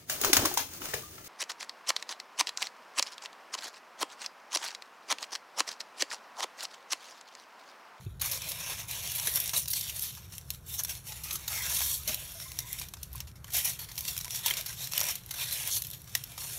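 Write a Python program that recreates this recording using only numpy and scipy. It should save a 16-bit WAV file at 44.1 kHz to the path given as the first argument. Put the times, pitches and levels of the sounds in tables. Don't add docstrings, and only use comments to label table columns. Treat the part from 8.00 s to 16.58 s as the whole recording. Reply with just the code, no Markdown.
import sys
import numpy as np
from scipy import signal
from scipy.fft import rfft, irfft
from scipy.io import wavfile
from scipy.ndimage import uniform_filter1d

SR = 44100
rng = np.random.default_rng(int(sys.argv[2]) if len(sys.argv) > 2 else 0)


def how_loud(loudness_db):
    steps = np.asarray(loudness_db, float) / 20
    return 10 ** steps


def store_pcm(level_fs):
    pcm = np.round(np.clip(level_fs, -1, 1) * 32767).astype(np.int16)
    wavfile.write(sys.argv[1], SR, np.atleast_2d(pcm).T)


N = 378378

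# (f/Hz, level/dB per Hz)
FOIL_COLOUR = [(250, -25), (900, -10), (1350, -13), (2900, -5), (4200, -2), (5050, -6), (5550, 2.5),
               (6200, -0.5), (8300, -7), (11300, -2), (12300, -5.5), (12950, 2), (14300, -5), (15700, -10)]


def evened(x):
    return x / np.sqrt(np.mean(x ** 2) + 1e-20)


def read(points, hz):
    f, value = np.transpose(points)
    return np.interp(np.log(hz + 1), np.log(f + 1), value)


def add(mix, start_s, sound):
    part = mix[round(start_s * SR):][:len(sound)]
    part += sound[:len(part)]


def slow(per_s):
    spectrum = rfft(rng.standard_normal(N))
    hz = np.fft.rfftfreq(N, 1 / SR)
    return evened(irfft(spectrum / (1 + (hz / per_s) ** 2), N))


def resonate(x, hz, width_hz):
    turn = np.exp(2j * np.pi * np.cumsum(hz * np.ones(len(x))) / SR)
    r = np.exp(-np.pi * width_hz / SR)
    return 2 * (turn * signal.lfilter([1 - r], [1, -r], x / turn)).real


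def causal(colour_db):
    half = np.log(how_loud(np.maximum(colour_db, -70)))
    full = np.concatenate([half, half[-2:0:-1]])
    return np.fft.ifft(np.exp(full - 1j * signal.hilbert(full).imag)).real[:1024]


def patchy(draw, db):
    return db * evened(uniform_filter1d(uniform_filter1d(draw, 20), 20))


def buckle(colour_db, t60_s, draw, click=5.5, rise_s=0.0006, burst=0):
    t = np.arange(len(draw)) / SR
    burst_t60_s = 0.0071
    rattle = draw * how_loud(-60 * t / t60_s) * np.clip(t / rise_s, 0, 1)
    rattle *= 1 + burst * how_loud(-60 * t / burst_t60_s)
    rattle[0] = click
    return irfft(rfft(rattle, 2 * len(t)) * rfft(causal(colour_db), 2 * len(t)))


def snaps(rows, t60_s, hit):
    out, hz = np.zeros(N), np.fft.rfftfreq(2048, 1 / SR)
    t60_s = np.clip(t60_s, .005, .2)
    length = 1536 if t60_s < .03 else 4096
    hard = hit > 2
    rise_s = .0003 if hard else .002
    draws = rng.standard_normal((len(rows), 2, 4096))
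    for (start_s, peak_db, size_db), draw in zip(rows, draws):
        bass_db = -9.5 + 0.75 * size_db
        treble_db = 1.5 - 0.3 * size_db
        tilt = [(300, bass_db), (1600, bass_db + 6.5), (3000, 0.0048), (7500, 0), (10000, treble_db - 0.5)]
        colour_db = read(tilt, hz) + read(FOIL_COLOUR, hz) + patchy(draw[0, :1025], 1.8)
        uneven = draw[1] * np.abs(np.roll(draw[0], 7))
        pop = buckle(colour_db, t60_s, uneven[:length], click=hit, rise_s=rise_s, burst=1.42 * hard)
        loudest = np.sqrt(uniform_filter1d(pop ** 2, 66).max())
        add(out, start_s, pop * how_loud(peak_db - 0.4) / loudest)
    return out


def hum():
    # (f/Hz, level/dB per Hz)
    rumble_colour = [(19, -35), (32, -7), (69, -1), (118, 1), (160, -3), (251, -23), (364, -20), (775, -26),
                     (987, -25.5), (1500, -24), (2100, -36), (3600, -64)]
    # (f/Hz, width/Hz, level/dB)
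    drones = [
        (66, 12.6, 0),
        (124.3, 21, -5),
        (320.5, 3.1, -22.5),
    ]
    # (t/s, level/dB)
    swell = [(0.0, -41), (0.6, -60), (4.18, -48), (4.25, -63.5), (5.02, -46), (8.44, -79), (8.58, -47)]
    noise = rng.standard_normal((len(drones) + 1, N))
    colour = how_loud(read(rumble_colour, np.fft.rfftfreq(N, 1 / SR)))
    rumble = evened(irfft(rfft(noise[0]) * colour, N))
    tones = []
    for (hz, width_hz, db), draw in zip(drones, noise[1:]):
        tone = resonate(resonate(draw, hz, width_hz), hz, 3 * width_hz)
        tones.append(how_loud(db) * evened(tone))
    swell_s, swell_db = np.transpose(swell)
    tones[0] = tones[0] * how_loud(np.interp(np.arange(N) / SR, swell_s, swell_db - np.mean(swell_db)))
    return how_loud(-50.5) * (rumble * how_loud(-1.5) + how_loud(-7.0) * sum(tones))


def effort(t):
    # (from t/s, to t/s, crinkle level/dB, crease size/dB)
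    pulls = [(0.234, 0.363, -36.5, 3.5), (0.417, 0.733, -43, 7), (0.9, 1.123, -40, 2.5),
             (1.158, 1.32, -37.5, 2), (1.393, 1.502, -41.5, 4.5), (1.568, 1.581, -29, -5),
             (1.763, 1.781, -34, -6), (1.833, 1.893, -39.5, -0.5), (2.689, 2.758, -42.5, -3.5),
             (3.072, 3.107, -43.5, -0.5), (3.253, 3.361, -44.5, 4), (3.508, 3.672, -36.5, 2.5),
             (3.702, 3.834, -34.5, 0.5), (3.836, 3.951, -33.5, -5), (4.09, 4.141, -37.5, 5.5),
             (4.67, 4.839, -46.5, 2.5), (5.551, 5.59, -29.5, -1.5), (5.657, 5.696, -33, -1),
             (6.956, 7.102, -38, 6), (7.15, 7.184, -49.5, 3), (7.52, 7.704, -38, 1.5),
             (7.72, 7.772, -35.5, -5.5), (8.4, 8.58, -42, 0.5)]
    # (t/s, crinkle level/dB, fade/dB per s, crease size/dB)
    squeezes = [(.02, -60.5, 103, 8), (.8, -38.5, 260, 4), (1.363, -32, 300, -1.5), (2.046, -38, 106, -4.5),
                (2.345, -47.5, 198, 1.5), (2.53, -50, 188, -3), (2.44, -62, 100, 0),
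                (2.794, -30.5, 698, -7), (2.902, -36.5, 266, -1), (2.97, -45.5, 272, 1),
                (3.16, -46, 101, 2.5), (1.966, -39, 300, -2.5), (.71, -37, 200, 4), (3.765, -35, 250, -12),
                (8.47, -43, 200, 0), (2.23, -56.5, 200, 10), (3.42, -47, 80, 4), (4.2, -44, 26, 1.5),
                (4.42, -44, 118, 3), (4.594, -46, 129, 1.5), (5.04, -55, 200, 3.5),
                (5.165, -49.5, 167, 5.5), (5.49, -56, 150, 4), (5.82, -42, 250, 1.5), (5.91, -63, 60, 21),
                (6.088, -39.5, 75, -0.5), (6.354, -37.5, 150, -0.5), (6.479, -34, 176, 5),
                (6.583, -41, 170, 7), (6.696, -41, 166, 5), (6.83, -38.5, 149, 0), (7.421, -33.5, 120, 3),
                (7.88, -50.5, 64, 0), (8.08, -71, 62, 2), (8.163, -46, 133, 3), (8.32, -49.5, 86, 4.5)]
    hands_on_s = .2115
    rest_db, rest_size_db = -70.5, 3
    moves = [(a, b, db, 474, 272, size) for a, b, db, size in pulls]  # rise, fade in dB per s
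    moves += [(s, s, db, 1.33 * fade, fade, size) for s, db, fade, size in squeezes]
    start, end, db, rise, fade, size_db = np.transpose(moves)[:, :, None]
    move_db = db - rise * np.maximum(start - t, 0) - fade * np.maximum(t - end, 0)
    power = how_loud(move_db) ** 2 * ((t > hands_on_s) | (start < hands_on_s))
    rest_power = how_loud(rest_db) ** 2
    total = power.sum(0) + rest_power
    return 10 * np.log10(total), ((power * size_db).sum(0) + rest_power * rest_size_db) / total


def crinkle():
    t, hz = np.arange(N) / SR, np.fft.rfftfreq(2048, 1 / SR)
    coarse_s = t[::44]
    level_db, size_db = effort(coarse_s)
    folds_db = -7.5 + size_db
    fine_db = 0.5 - 0.21 * size_db
    clump = how_loud(0.77 * slow(42) + 0.26 * slow(380))
    sizes = [(240, 2950, folds_db, 700, 0.061),
             (2850, 10160, 0 * coarse_s, 1200, 0.023),
             (7930, 40000, fine_db, 3000, 0.0047)]
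    jolt = np.minimum(rng.exponential(1, N), 3.4)
    chance, out = rng.random(N), np.zeros(N)
    for lo_hz, hi_hz, share_db, per_s, t60_s in sizes:
        hits = how_loud(2.35 * jolt) * (chance < per_s / SR) * clump
        edges_db = -10 * np.log10((1 + (lo_hz / (hz + 1)) ** 8) * (1 + (hz / hi_hz) ** 8))
        kind, layer = rng.integers(0, 20, N), np.zeros(N)
        for k in range(20):
            colour_db = read(FOIL_COLOUR, hz) + edges_db + patchy(rng.standard_normal(1025), 5.0)
            grain = buckle(colour_db, t60_s * rng.uniform(0.38, 4.8), rng.standard_normal(2048))
            grain = grain[:2048] / np.linalg.norm(grain)
            layer += signal.oaconvolve(hits * (kind == k), grain)[:N]
        out += evened(layer) * how_loud(np.interp(t, coarse_s, level_db + share_db))
    return how_loud(-1.5) * out


def nicks():
    # (t/s, peak level/dB, facet size/dB)
    nick_rows = [(.0095, -47.5, 32), (.0495, -51, 0), (0.698, -35, -9), (1.075, -30, -7), (1.358, -19, -15),
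                 (1.374, -30, 18), (1.714, -25, -12), (1.795, -33, -11), (1.9942, -27, -13),
                 (2.4123, -46, 4), (2.547, -39, 6), (3.286, -36, -2), (3.4587, -52, -2),
                 (3.6648, -28.5, -8), (4.0344, -36, -3), (4.4006, -35, 21), (4.501, -47, 6),
                 (4.552, -57, 15), (4.571, -41, 6), (5.1366, -42, -23), (5.315, -50, 17), (5.9554, -38, -3),
                 (5.9658, -40, -3), (6.052, -30, 4), (6.211, -29.5, 7), (6.254, -35, 7), (6.267, -44, 26),
                 (6.28, -35, 19), (6.348, -29.5, 4), (6.391, -33, 1), (6.6936, -31, 7), (6.7427, -44, -2),
                 (6.935, -25, 9), (6.942, -36, 2), (6.994, -26, -7), (7.004, -20.5, 2), (7.04, -26, 7),
                 (7.0673, -28, -8), (7.236, -45, 8), (7.2917, -41, 0), (7.374, -45, 0), (7.8382, -35, -6),
                 (8.0433, -43, -6), (8.156, -38, 6), (8.1755, -33, -11), (8.274, -48, -5), (6.594, -33, 0),
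                 (6.634, -43, 0), (1.198, -26, 6), (4.319, -39, -10), (6.482, -24, -5), (2.351, -50, -14),
                 (4.82, -33, -6)]
    # (t/s, peak level/dB, facet size/dB)
    more_nick_rows = [(.2987, -32, -4), (.4194, -33, 3), (.374, -31, 12), (1.3393, -26, -10), (1.4585, -28, 0),
                      (1.477, -26, 0), (1.5458, -30, -7), (2.151, -37, 6), (3.6963, -29, -8), (3.771, -28, -1),
                      (3.806, -26, 15), (5.4805, -44, -5), (6.166, -30, 5), (6.6655, -30, 5), (7.033, -25, -20),
                      (7.087, -26, 0), (7.5104, -29, 0), (7.768, -28, 4), (8.5235, -36, -3), (2.5118, -40, -20),
                      (5.4705, -48, 5), (7.484, -40, -2)]
    return snaps(nick_rows, 0.024, 4) + snaps(more_nick_rows, 0.024, 4)


def thuds():
    # (t/s, level/dB, f/Hz, t60/s)
    bumps = [
        (0.063, -25, 105.4, 0.087),
        (4.09, -40.5, 216.5, 0.083),
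        (7.771, -37, 120, 0.067),
        (1.28, -34.5, 420, 0.033),
        (3.329, -50.5, 351, 0.21),
        (6.512, -44, 380, 0.05),
    ]
    out, t = np.zeros(N), np.arange(round(.2 * SR)) / SR
    for start_s, db, hz, t60_s in bumps:
        overtone = 0.23 * np.sin(2 * np.pi * 3.45 * hz * t) * how_loud(-60 * t / t60_s)
        note = np.sin(2 * np.pi * hz * t) + overtone
        add(out, start_s, note * how_loud(db - 60 * t / t60_s) * np.clip(t / 0.0044, 0, 1))
    return out


def pings():
    # (t/s, peak level/dB, f/Hz, t60/s)
    patches = [(1.563, -12.5, 3920, 0.021), (3.606, -26, 2000, 0.037), (5.15, -32.5, 1040, 0.029),
               (6.46, -24, 924, 0.042), (6.479, -22, 3660, 0.035), (6.508, -8.5, 3170, 0.015),
               (6.509, -7, 2120, 0.01), (7.388, -27, 2560, 0.029), (8.152, -10, 1940, 0.0078),
               (8.152, -15.5, 2860, 0.011), (.064, -47, 3620, 0.034), (.064, -48, 2600, .03),
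               (6.9785, -7.5, 2970, 0.01)]
    out, t = np.zeros(N), np.arange(round(.1 * SR)) / SR
    for start_s, db, hz, t60_s in patches:
        note = np.sin(2 * np.pi * hz * t * (1 - 0.13 * t)) * np.clip(t / 0.0019, 0, 1)
        add(out, start_s, note * how_loud(db - 4 - 60 * t / np.clip(t60_s, .01, .035)))
    return out


def slack_facets():
    # (t/s, peak level/dB, facet size/dB)
    pop_rows = [(0.2152, -22.5, -28), (.258, -28, -6), (0.5162, -29.5, 6), (0.8823, -38, -13),
                (1.2706, -23, 13.5), (1.6804, -27, -20), (1.732, -23.5, 3.5), (1.8943, -31.5, -2),
                (2.35, -49, -5), (3.12, -35.5, 16), (3.3077, -28.5, 11), (3.354, -28.5, 1.5),
                (3.478, -25.5, 3), (3.816, -27, 11), (4.32, -52, -7), (4.786, -33.5, -1), (4.813, -33, 14),
                (4.9682, -46.5, 24), (5.503, -40, 7), (5.582, -25, -18), (5.9778, -27.5, 3),
                (6.46, -18, -4), (6.66, -32, 0), (6.84, -33, -5), (7.3085, -30.5, 8), (7.339, -36, 12),
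                (7.8456, -34, 2), (8.318, -44, 5), (8.3777, -34, 15), (8.4174, -44, 22)]
    # (t/s, peak level/dB, facet size/dB)
    slip_rows = [(0.196, -41.5, 8), (2.321, -43, 10), (4.352, -47, 13), (0.313, -27, -6), (.796, -44, 3),
                 (.487, -30, -16), (1.15, -30, -22), (5.355, -51.5, 16), (2.0204, -28, -23),
                 (2.171, -43, 14), (2.738, -32, -1), (2.793, -34, 16), (2.8918, -30.5, 0),
                 (3.2347, -33, -6), (3.326, -28, -20), (5.271, -46.5, 15), (5.479, -49, 35),
                 (5.533, -30, -10), (5.606, -36, 7), (5.645, -24, -21), (5.79, -34.5, 5),
                 (5.886, -41.5, 13), (6.0781, -28, 4), (6.201, -39, 10), (6.568, -27.5, 3),
                 (6.9141, -35.5, 14), (6.949, -36, 14), (7.1024, -28, 1), (7.5234, -27.5, -18),
                 (7.7646, -31, -7), (7.931, -38, 6), (8.072, -45.5, 14)]
    # (t/s, peak level/dB, facet size/dB)
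    rip_rows = [
        (.2119, -29, 12),
        (1.533, -28, 19.5),
        (1.676, -36.5, 14),
        (1.701, -27, -30),
        (4.075, -26.5, 3),
        (6.4535, -32, -11),
    ]
    return snaps(pop_rows, 0.044, 1.2) + snaps(slip_rows, 0.13, .7) + snaps(rip_rows, 0.18, .6)


def stiff_facets():
    # (t/s, peak level/dB, facet size/dB)
    crack_rows = [(1.4402, -26.5, -27), (2.3814, -30, -6), (2.5042, -22.5, -1.5), (4.1444, -21.5, -18),
                  (4.518, -33.5, 5), (4.5892, -20, 2), (.6033, -33, -7), (4.7294, -23.5, -24),
                  (5.1304, -34, -31), (5.1565, -33, -38), (5.18, -41, 9), (5.99, -28, 0),
                  (6.1099, -31, -13), (6.178, -23.5, -5), (6.189, -29, -1), (6.2458, -28.5, 6),
                  (6.6109, -27.5, 6), (6.6236, -39, 6), (6.922, -29, -11), (6.9781, -17.5, -9),
                  (.9118, -27.5, 0), (7.0539, -28, -14), (7.0968, -32, -8), (7.262, -36.5, -15),
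                  (7.821, -24, -3), (7.8693, -30, -26), (7.9123, -32, -26), (8.018, -40, -19),
                  (8.1512, -17, 10.5), (8.1527, -18, 6), (8.2386, -28.5, -12)]
    # (t/s, peak level/dB, facet size/dB)
    tick_rows = [(7.0122, -20.5, 16.5), (4.6035, -32, -3), (1.4012, -20, -20), (1.4938, -23.5, 2),
                 (1.6575, -32, 10), (1.8105, -24.5, -10), (2.8354, -24, -27), (2.8476, -27, 3),
                 (2.9518, -35, 1), (3.553, -34, 0), (1.118, -28, -15), (4.797, -29.5, -6),
                 (4.8858, -38.5, 0), (4.9373, -33, 12), (5.0307, -31, -7), (5.204, -29, 8),
                 (1.294, -28, -2), (5.444, -37.5, 14), (5.916, -36.5, 8), (6.0072, -28.5, -6),
                 (6.307, -27, 2), (6.502, -24, 1), (6.5108, -22.5, 11), (6.538, -25, 12), (6.729, -34.5, 9),
                 (6.873, -28.5, 6), (7.155, -26.5, -6), (7.6748, -24, -18), (7.902, -34, -13),
                 (8.095, -44, 4)]
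    return snaps(crack_rows, 0.026, 6.5) + snaps(tick_rows, 0.036, 4)


def squeaks():
    # (from t/s, to t/s, f/Hz, level/dB)
    strips = [(4.07, 4.126, 631, -47), (4.075, 4.121, 1511, -52), (4.07, 4.111, 2501, -48),
              (4.44, 4.476, 2091, -55), (4.49, 4.521, 2041, -58), (4.585, 4.641, 2081, -56),
              (4.69, 4.746, 2021, -56), (4.45, 4.491, 1031, -58), (4.61, 4.671, 991, -58),
              (4.34, 4.391, 661, -58), (3.295, 3.361, 1251, -51), (3.24, 3.291, 1241, -57),
              (3.48, 3.561, 1281, -53), (3.545, 3.626, 2101, -51), (3.485, 3.561, 801, -55),
              (3.09, 3.146, 841, -57), (3.595, 3.641, 851, -55), (2.78, 2.806, 6051, -41),
              (2.89, 2.931, 5651, -44), (6.585, 6.611, 611, -53), (3.99, 4.031, 1261, -58),
              (3.9, 3.961, 5651, -44), (7.0, 7.061, 601, -53), (6.255, 6.281, 1001, -53)]
    q = 40
    out, waver = np.zeros(N), 1 + .007 * slow(25)
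    draws = rng.standard_normal((len(strips), SR // 8))
    for (start_s, end_s, hz, db), draw in zip(strips, draws):
        at = round(start_s * SR)
        length = min(round((end_s - start_s) * SR), len(draw) - 1000)
        path_hz = hz * waver[at:at + len(draw)]
        note = resonate(resonate(draw, path_hz, hz / q), path_hz, hz / q)[-length:]
        add(out, start_s, how_loud(db) * evened(note) * np.sqrt(np.hanning(length)))
    return out


def hollows(x):
    # (from t/s, to t/s, f/Hz, lift/dB)
    pockets = [(.22, .38, 3000, -4), (2.68, 2.92, 4300, -4), (3.45, 3.62, 2950, -4), (1.25, 1.45, 13200, 2),
               (.42, .75, 4900, 2), (7.3, 7.55, 4200, 4), (.4, .78, 1050, 3), (.3, .8, 580, 6),
               (1.12, 1.58, 620, 5), (4.15, 4.45, 640, 8), (6.54, 6.64, 600, 7), (6.96, 7.08, 600, 6),
               (2.7, 2.85, 800, 6), (1.1, 1.5, 1700, 4), (5.9, 6.3, 1000, 4), (6.3, 6.4, 5800, 4),
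               (6.66, 6.87, 5700, 4), (6.78, 6.9, 4000, 5), (.6, .86, 5800, 4), (1.1, 1.45, 12000, 2),
               (1.46, 1.62, 8800, 4), (3.72, 3.8, 9500, 3), (5.35, 5.6, 800, 4), (2.75, 2.95, 650, 4),
               (0.93, 1.24, 2960, 3), (.95, 1.13, 5900, 3), (1.67, 2.095, 4580, 5.5),
               (1.684, 2.29, 2850, 1.5), (4.35, 4.5, 5900, 4), (1.45, 1.52, 6200, 4), (2.78, 2.8, 6000, 7),
               (7.08, 7.11, 5800, 5), (2.863, 2.96, 1550, 9), (3.052, 3.65, 846, 6), (3.18, 3.42, 1240, 9),
               (3.44, 3.67, 2080, 5), (4.066, 4.145, 647, 5), (4.417, 4.76, 2050, 8), (4.458, 4.72, 990, 6),
               (3.74, 3.86, 4400, 2), (7.71, 7.785, 6100, 8), (7.704, 7.79, 10600, 4), (7.7, 7.79, 4370, 6),
               (5.64, 5.72, 5800, 4)]
    hz, t, z = signal.stft(x, SR, nperseg=512)
    drift = uniform_filter1d(uniform_filter1d(rng.standard_normal(z.shape), 3, 0), 14, 1)
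    shape = uniform_filter1d(uniform_filter1d(rng.standard_normal(z.shape), 10, 0), 50, 1)
    lift_db = 2.14 * evened(drift) + 1.02 * evened(shape)
    for start_s, end_s, pocket_hz, db in pockets:
        lasting = np.clip(np.minimum(t - start_s, end_s - t) / .02 + .5, 0, 1)
        width_hz = 60 + 2.2e-5 * pocket_hz ** 2
        peak = np.exp(-((hz - pocket_hz) / width_hz) ** 2)
        lift_db = lift_db + db * np.outer(peak, lasting)
    return signal.istft(z * how_loud(lift_db - 1.08), SR, nperseg=512)[1][:N]


def workshop():
    room_db, t60_s = -16, .14
    taps = np.zeros(SR // 4)
    at = np.arange(60, len(taps) - 10, 10)
    at = at + rng.integers(0, 10, len(at))
    taps[at] = rng.choice([-1., 1.], len(at)) * how_loud(-60 * at / SR / t60_s)
    taps *= how_loud(room_db) / np.linalg.norm(taps)
    taps[0] = 1
    return taps


def scene():
    floor = hum() + thuds()
    through_hollows = hollows(crinkle() + slack_facets())
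    straight = nicks() + pings() + stiff_facets() + squeaks()
    foil = through_hollows + straight
    mono = signal.oaconvolve(foil, workshop())[:N] + floor
    return np.array([mono, mono])


def low_pass(x):
    return signal.sosfilt(signal.butter(12, 17000, fs=SR, output="sos"), x)


def record(dry):
    capsule = signal.butter(2, 38, "high", fs=SR, output="sos")
    edge = signal.firwin(1201, 15760, window=("kaiser", 8), fs=SR)
    bright = signal.sosfilt(capsule, dry)
    mix = signal.oaconvolve(bright, edge[None], "same")
    return low_pass(mix)


dry = scene()
out = record(dry)
store_pcm(out)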